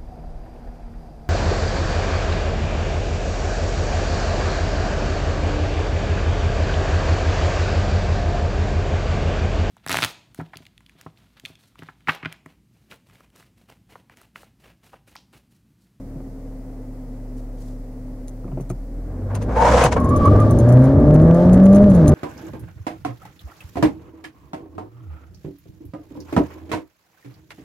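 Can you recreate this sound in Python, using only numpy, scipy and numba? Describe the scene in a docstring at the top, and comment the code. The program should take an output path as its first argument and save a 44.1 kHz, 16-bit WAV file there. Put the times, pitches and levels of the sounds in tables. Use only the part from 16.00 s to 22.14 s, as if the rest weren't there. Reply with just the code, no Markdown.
"""Inside a car, a four-cylinder engine idles as wavering tones over a bed of noise; the lever knocks home.
A faint rustle passes, then more knocks follow: short shoves that ring the modes of the body.
The car launches hard: the revs climb, scrubbing tyres make bursts of grains, gritty scrapes and shaky squeals.
Filtered noise grows into road roar, loose trim ticks and chatters, and near the end the pitch drops at a shift.
"""
import sys
import numpy as np
from scipy import signal
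from scipy.fft import rfft, irfft, next_fast_len
from scipy.io import wavfile
from scipy.ndimage import uniform_filter1d
from numba import njit

SR = 44100
rng = np.random.default_rng(int(sys.argv[2]) if len(sys.argv) > 2 else 0)


def wav_record(signal):
    """Record a signal, one row per channel, as 16-bit PCM in the file named by sys.argv[1]."""
    frames = np.transpose(np.atleast_2d(signal))
    bounded = np.clip(frames, -1, 1)
    # unit amplitude maps onto the largest positive 16-bit level
    quanta = np.round(bounded * 32767).astype(np.int16)
    wavfile.write(sys.argv[1], SR, quanta)


N = 270774  # length in samples

# The engine's course: start_s, firing_rate_hz, firing_tone_db, load_db
ENGINE_COURSE = [(0.0, 38.27, -38, -37), (.5, 37.55, -36, -42.5), (1.2, 36.3, -32.5, -44.5),
                 (2.401, 36.57, -33.5, -44), (2.96, 40.25, -30.5, -38), (3.38, 51.16, -34.5, -36),
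                 (3.54, 56.83, -23.5, -32), (3.73, 61.55, -17, -15), (3.9, 67.08, -26.5, -34),
                 (4.161, 86.73, -20.5, -22.5), (4.33, 101.9, -12.5, -16.5), (4.55, 110.8, -16, -18.5),
                 (4.74, 124.2, -9.5, -15.5), (5.03, 144.8, -18.5, -13), (5.161, 153.4, -6.5, -13),
                 (5.4, 173.8, -13, -10.5), (5.52, 183, -8.5, -12), (5.86, 206, -6.5, -11.5),
                 (5.97, 173.8, -9, -18.5), (6.07, 146.2, -14, -14.5), (6.14, 152, -10.5, -16)]

PORT_LAG = 2  # samples between the two microphone ports for sound from one side


def engine():
    """Crank orders are wavering tones tied to the firing rate; cabin modes lift those that sweep through."""
    # Cabin resonances: pitch_hz, width_hz, level_db
    cabin_modes = [(110, 35, -15.5), (187, 22, 2.5), (259.5, 54, 4), (316, 110, -4.5), (503, 49, 2.5),
                   (605, 32.3, 8), (872, 74, -11.5), (1182, 44, -13)]
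    # How the body passes the 2nd and 3rd firing multiples: pitch_hz, level_above_load_db
    overtone_response = [(74, -13.5), (100, 13), (110, 2), (120, -9), (160, -5.5), (205, -16.5), (255, 0.5),
                         (310, -5.5), (372, -18), (430, -17), (505, -9), (548, -15.5), (608, -0.5),
                         (640, -29)]
    coarse = 8  # the tones are drawn at 1/8 of the sample rate
    quarter_db, half_db = -8.5, -5.5  # uneven cylinders: orders between the firing multiples
    orders_below_load_db = -14
    hum_idle_db, in_gear_s, in_gear_change_db = -39, 2.56, -9

    (hz, tone_db, load_db), _ = curves(ENGINE_COURSE)
    phase = (np.cumsum(hz) / SR)[::coarse]  # in firings

    def tone(multiple, waver_db):
        level = undb(waver_db * walk(14 * coarse, size=len(phase)))  # 14 new levels a second
        return np.sqrt(2) * level * np.sin(2 * np.pi * (multiple * phase + rng.random()))

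    def fine(x):
        return signal.resample_poly(x, coarse, 1)[:N]

    firing = undb(tone_db) * fine(tone(1, 1.3))
    body_hz, body_db = np.transpose(overtone_response)
    for multiple in (2, 3):
        passed_db = np.interp(np.log(multiple * hz), np.log(body_hz), body_db)
        firing = firing + undb(load_db + passed_db) * fine(tone(multiple, 1.3))

    # A cycle holds four firings, so the orders lie a quarter of the firing rate apart.
    orders = 0
    for quarter in range(2, 48):
        if quarter in (4, 8, 12):  # the firing tone and its two overtones are made above
            continue
        order_db = (0, quarter_db, half_db, quarter_db)[quarter % 4]
        orders = orders + undb(order_db) * tone(quarter / 4, 2.0)
    orders = resonate(fine(orders), cabin_modes) * undb(load_db + orders_below_load_db)

    # The 7th firing multiple hums, and drops once in gear.
    since_gear = np.arange(N) / SR - in_gear_s
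    hum_db = hum_idle_db + np.interp(since_gear, (0, 0.1), (0, in_gear_change_db))
    hum = undb(hum_db) * fine(tone(7, 0.4))
    return firing + hum + orders


def scrub():
    """Spinning tyres scrub in bursts: tread blocks slip in dense uneven grains, and grit sprays above."""
    # Bursts: full_at_s, rise_s, hold_s, level_db, grit_db (as it stands at full_at_s)
    bursts = [(3.308, .04, 0.053, -34, -75), (3.348, 0.0059, 0.0028, -37, -39.5),
              (3.42, 0.032, 0.0026, -37, -45), (3.494, 0.023, 0.047, -31.5, -60),
              (3.622, 0.18, 0.24, -13, -32.5), (3.925, 0.029, 0.0023, -17, -28),
              (3.968, 0.013, 0.0017, -14.5, -49)]
    # Tread resonances: pitch_hz, width_hz, level_db
    tread_modes = [(479.6, 28, 8.5), (716, 157, 0.5), (992, 208, -1), (1615, 354, -12), (2250, 310, -20)]
    # Colour of the grit: pitch_hz, relative_level_db
    grit_colour = [(1200, -3), (2200, 0.5), (4100, -8.5), (6500, -7), (11000, -23.5), (12500, -39),
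                   (15600, -54)]
    fall_s, range_db = 0.065, 41  # each rise_s or fall_s spans this range
    grit_growth = 30  # dB per second, from the rise through the hold

    t = np.arange(N) / SR
    grip = undb(3.8 * walk(150))

    def slips(depth):
        return rng.standard_normal(N) * grip ** depth

    tread = wide(lambda: unit(resonate(slips(0.8), tread_modes)))
    grit = wide(lambda: unit(colour(slips(0.35), grit_colour)))
    grit = grit * undb([[1.2], [-1.2]])  # stronger on the left
    tread_gain = grit_gain = 0
    for s, rise, hold, db, grit_db in bursts:
        burst = swell(s, rise, hold, fall_s, range_db)
        growth_db = grit_growth * np.clip(t - s, -rise, hold)
        tread_gain = tread_gain + undb(db) * burst
        grit_gain = grit_gain + undb(grit_db + growth_db) * burst
    return tread_gain * tread + grit_gain * grit


def squeal():
    """Tread sticks and slips: two tyres chirp on shaky pitches, each with a weak octave."""
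    # Chirps: start_s, length_s, from_hz, to_hz, level_db
    chirps = [(3.56, 0.16, 870, 990, -16.5), (3.95, 0.16, 1120, 1073, -25), (4.095, 0.096, 1160, 1145, -20),
              (4.19, 0.063, 1158, 1127, -15), (4.24, 0.059, 1137, 1168, -11.5),
              (4.3, 0.16, 1160, 1180, -24), (4.45, 0.094, 1165, 1147, -30.5)]
    edge_s = 0.024  # fade at each end of a chirp
    t = np.arange(N) / SR
    times, pitches, gain = [], [], 0
    for s, length, from_hz, to_hz, db in chirps:
        times += [s, s + length]
        pitches += [from_hz, to_hz]
        gain = gain + undb(db) * np.clip(np.minimum(t - s, s + length - t) / edge_s, 0, 1)
    hz = np.interp(t, times, pitches)

    def tyre():
        shake = 1 + 0.006 * walk(40) + 0.027 * walk(320)
        phase = 2 * np.pi * np.cumsum(hz * shake) / SR
        return undb(3.2 * walk(100)) * (np.sin(phase) + undb(-33) * np.sin(2 * phase))

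    # One tyre is alike in both ports; the weaker one has opposite signs in them.
    mid, side = tyre(), undb(-7.5) * tyre()
    return gain * np.array([mid + side, mid - side])


def knocks():
    """Lever and driveline blows are short rough shoves that ring the body; bright ones favour its high modes."""
    # Blows: start_s, level_db, brightness_db_per_octave
    blows = [(0.153, -26, -3), (0.2, -38.5, 3.5), (0.261, -37, -1), (2.443, -28, -0.5), (2.478, -33, 2),
             (2.516, -23, -0.5), (2.571, -21, -0.5), (2.596, -26.5, 1), (2.701, -23, 3), (3.218, -29.5, 1),
             (3.835, -13.5, 7.5), (3.933, -32, -10), (3.964, -32, -7)]
    # Body modes: pitch_hz, level_db, t60_s (time to fall by 60 dB)
    body_modes = [(128, -1.5, 0.22), (179, 2, 0.078), (267, 4.5, 0.03), (352, -5, 0.082), (477, 3, 0.012),
                  (634, 6.5, 0.01), (1030, -11.5, 0.016), (1285, -5.5, 0.0093), (2380, 0, 0.0031)]
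    out = np.zeros(N)
    for s, db, tilt_db in blows:
        modes = 0
        for hz, mode_db, t60 in body_modes:
            gain = undb(mode_db + tilt_db * np.log2(hz / 200))
            detuned_hz = hz * (1 + 0.04 * rng.standard_normal())
            modes = modes + gain * ring(detuned_hz, t60, attack=0.00099, size=5000)
        shove = rng.standard_normal(1200) * np.exp(-np.arange(1200) / SR / 0.009)
        shove = shove / np.sqrt(np.sum(shove ** 2))
        add(out, s, undb(db) * np.convolve(modes, shove))
    return out


def ticks():
    """Loose trim is struck and chatters; the touches near 3.35, 3.43 and 3.93 s are gritty tyre scrapes."""
    # Touches of the trim and the three scrapes: start_s, level_db
    touches = [(2.2821, -34.5), (2.6085, -38), (2.7002, -30.5), (3.3522, -24.5), (3.427, -34.5),
               (3.8396, -12.5), (3.928, -41), (4.002, -33), (4.0446, -31.5), (4.092, -30.5), (4.1628, -27),
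               (4.2552, -29.5), (4.402, -28.5), (4.5092, -24.5), (4.5886, -25), (4.6907, -28),
               (4.7245, -30), (4.8403, -32), (5.1421, -31), (5.216, -37), (5.3455, -31.5), (5.5318, -26.5),
               (5.543, -30), (5.638, -35), (5.6574, -29.5), (5.7293, -31), (5.7481, -27.5), (5.76, -26),
               (5.8984, -34), (5.948, -30), (6.0805, -16.5)]
    out = np.zeros((2, N))
    s_engine, firing_hz = np.transpose(ENGINE_COURSE)[:2]
    # Faint ticks fall at random from 4 to 6.1 s, at -48 to -40 dB.
    faint = [(4 + 2.1 * u, -48 + 8 * v) for u, v in rng.random((34, 2))]
    for s, db in list(touches) + faint:
        # Repeats come once per firing, or every 6 ms if that is shorter.
        period = min(1 / np.interp(s, s_engine, firing_hz), 0.006)
        for bounce in range(-1, 4):  # -1 is a weaker touch ahead of the main one
            lag = bounce * period * (1 + 0.03 * rng.standard_normal())
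            loss_db = abs(bounce) * (2.5 + 6 * rng.random()) + 9 * (bounce < 0)
            add(out, s + lag, undb(db - loss_db) * from_left(contact))
    return out


def contact():
    """One touch, of the trim or in a scrape: a broad noise snap and short ringing modes."""
    # Ringing modes: pitch_hz, level_db, t60_s (time to fall by 60 dB)
    contact_modes = [(4180, -13, 0.0058), (6198, -10.5, 0.021), (6920, -6, 0.009), (8400, -3.5, 0.0069),
                     (9700, -2, 0.015), (10900, -1.5, 0.0094), (14180, -13.5, .005)]
    snap = rng.standard_normal(600) * np.exp(-np.arange(600) / SR / 0.0008)
    touch = undb(-7) * snap
    for hz, db, t60 in contact_modes:
        detuned_hz = hz * (1 + 0.043 * rng.standard_normal())
        touch = touch + undb(db) * ring(detuned_hz, t60, attack=0.00015, size=600)
    return touch


def road():
    """Noise through the body: a steady idle bed, then wavering rumble, roar and hiss that grow with speed."""
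    # Road noise: start_s, rumble_db
    road_course = [(2.9, -46.5), (3.4, -27), (3.8, -25), (4.3, -13), (4.7, -16.5), (6.3, -14.5)]
    # Noise colours, each: pitch_hz, relative_level_db
    rumble_colour = [(11, -33), (18, -9), (108, 2.5), (194, -4), (243, -3), (291, -6.5), (412, -8.5),
                     (500, -11.5), (650, -36.5), (1100, -120)]
    roar_colour = [(150, -44), (250, 4), (410, -38.5), (606, -9), (921, -24), (1150, -22.5), (1300, -27.5),
                   (1630, -28.5), (2790, -52), (9000, -75), (11700, -93), (19800, -120)]
    hiss_colour = [(1500, -2.5), (3000, 10), (6000, 4.5), (9000, -4.5), (15600, -9)]
    idle_colour = [(11, -31.5), (18, -6), (49, -14.5), (80, -18), (120, -17), (158, -11.5), (207, -23.5),
                   (259, -7.5), (325, -22), (511, -15.5), (1030, -34.5), (4000, -58), (5200, -101.5),
                   (8800, -120)]
    roar_db, hiss_db, idle_db = -7.5, -41, -42  # roar and hiss are against the rumble

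    def noise(shape, waver_db):
        return wide(lambda: unit(colour(rng.standard_normal(N), shape)) * undb(waver_db * walk(15)))

    (road_db,), gate = curves(road_course)
    moving = noise(rumble_colour, 2.43)
    moving = moving + undb(roar_db) * noise(roar_colour, 2.43)
    moving = moving + undb(hiss_db) * noise(hiss_colour, 2.43)
    return gate * undb(road_db) * moving + undb(idle_db) * noise(idle_colour, 0.39)


def rustle():
    """A faint rustle: noise of uneven grain through one broad resonance."""
    # Swells: loudest_at_s, rise_s, fall_s, level_db
    swells = [(1.38, 0.032, 0.092, -61), (1.62, .06, 0.066, -59.5), (1.68, 0.069, .12, -59.5)]

    def grains():
        uneven = rng.standard_normal(N) * undb(3.2 * walk(160))
        return unit(resonate(uneven, [(6360, 6100, 0)]))

    gain = sum(undb(db) * swell(s, rise, 0, fall, 16.6) for s, rise, fall, db in swells)
    return gain * wide(grains)


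def undb(db):
    """Turns decibels into gain."""
    return np.exp(np.asarray(db) * (np.log(10) / 20))


def unit(x):
    """Scales to an rms of 1."""
    return x / np.sqrt(np.mean(x ** 2))


def curves(table):
    """Draws table columns as signals, with a gate that is closed outside the table's time span."""
    s, *columns = np.transpose(table)
    t = np.arange(N) / SR
    gate = np.clip(np.minimum(t - s[0], s[-1] - t) / 0.046, 0, 1)
    return [np.interp(t, s, column) for column in columns], gate


def colour(x, points):
    """Filters x by a gain curve through the (Hz, dB) points."""
    point_hz, db = np.transpose(points)
    size = next_fast_len(N)
    hz = np.arange(size // 2 + 1) * SR / size
    gain = undb(np.interp(np.log(hz + 1), np.log(point_hz), db))  # the 1 avoids log(0)
    return irfft(rfft(x, size) * gain, size)[..., :N]


def walk(rate, size=N):
    """Smooth random wander: held random levels, rate a second, averaged twice; spread near 1."""
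    k = int(SR / rate)
    held = np.repeat(rng.standard_normal(size // k + 1), k)
    return 1.3 * uniform_filter1d(uniform_filter1d(held, k), k)[:size]


def resonate(x, modes):
    """Sums resonances (Hz, width Hz, dB) driven by x, with alternating sign."""
    out = 0
    for k, (hz, width, db) in enumerate(modes):
        b, a = signal.iirpeak(hz, hz / width, fs=SR)
        out = out + (-1) ** k * undb(db) * signal.lfilter(b, a, x)
    return out


def ring(hz, t60, attack, size):
    """One dying mode with a random phase; a softer contact (longer attack) builds it up more slowly."""
    t = np.arange(size) / SR
    decay = np.exp(-np.log(1000) * t / t60)
    return np.sin(2 * np.pi * (hz * t + rng.random())) * decay * (1 - np.exp(-t / attack)) ** 2


def swell(s, rise, hold, fall, range_db):
    """Gain climbs by range_db per rise to full at s, holds, falls likewise; silent past twice the range."""
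    t = np.arange(N) / SR
    away = np.maximum(np.maximum((s - t) / rise, (t - s - hold) / fall), 0)
    return undb(-range_db * away) * (away < 2)


def add(out, s, x):
    """Mixes x into out from time s."""
    i = int(s * SR)
    out[..., i:i + x.shape[-1]] += x[..., :N - i]


def wide(make):
    """Two unrelated renderings as mid and side: alike in the bass, loose in the treble."""
    # Stereo width: pitch_hz, side_minus_mid_db
    side_levels = [(60, -23), (200, -20.5), (700, -13), (1300, -6), (4400, -4.5), (15000, -3)]
    mid, side = make(), colour(make(), side_levels)
    return np.array([mid + side, mid - side])


def from_left(make, loose_db=-12, pan_db=1.9):
    """Sound from the left reaches the right port later and weaker, with some unrelated scatter."""
    x = make()
    return np.array([undb(pan_db) * x, np.roll(x, PORT_LAG) + undb(loose_db) * make()])


def scene():
    """Everything heard at the dashboard; the engine reaches the left port first."""
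    motor = np.pad(engine(), (0, PORT_LAG), mode="edge")
    cabin = np.array([motor[PORT_LAG:], motor[:N]])
    cabin = cabin + scrub() + squeal() + knocks() + ticks() + road() + rustle()
    return cabin * undb([[0.18], [-0.18]])  # the left port is a little more exposed


@njit
def limiter(x, top, duck, fast, slow):
    """Gain that starts down the moment the level passes the top, then creeps back."""
    gain, g, aim = np.empty(len(x)), 1., 1.
    for i in range(len(x)):
        if g * x[i] > top:
            aim = duck * g
        aim += (1 - aim) * slow
        g += (aim - g) * fast
        gain[i] = g
    return gain


def record(dry):
    """The microphone overloads softly and adds hiss; an abrupt limiter and a cut of the top follow."""
    # Colour of the microphone hiss: pitch_hz, relative_level_db
    mic_colour = [(1180, -20), (2000, 2.5), (2800, -22), (4520, -6), (15600, -10)]
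    hiss_db, top_hz, limit = -62, 15700, 0.94
    duck, duck_s, recover_s = 0.82, 0.0001, 0.03  # share of gain aimed for after a peak; time constants

    hiss = undb(hiss_db) * unit(colour(rng.standard_normal((2, N)), mic_colour))
    heard = np.tanh(0.4 * dry) / 0.4 + hiss
    loudest = np.abs(heard).max(axis=0)  # both ports share one gain
    gain = limiter(loudest, limit, duck, 1 / (duck_s * SR), 1 / (recover_s * SR))
    held = np.clip(heard * gain, -1, 1)
    low_pass = signal.ellip(10, 0.2, 80, top_hz, fs=SR, output="sos")
    return signal.sosfilt(low_pass, held)


dry = scene()
out = record(dry)
wav_record(out)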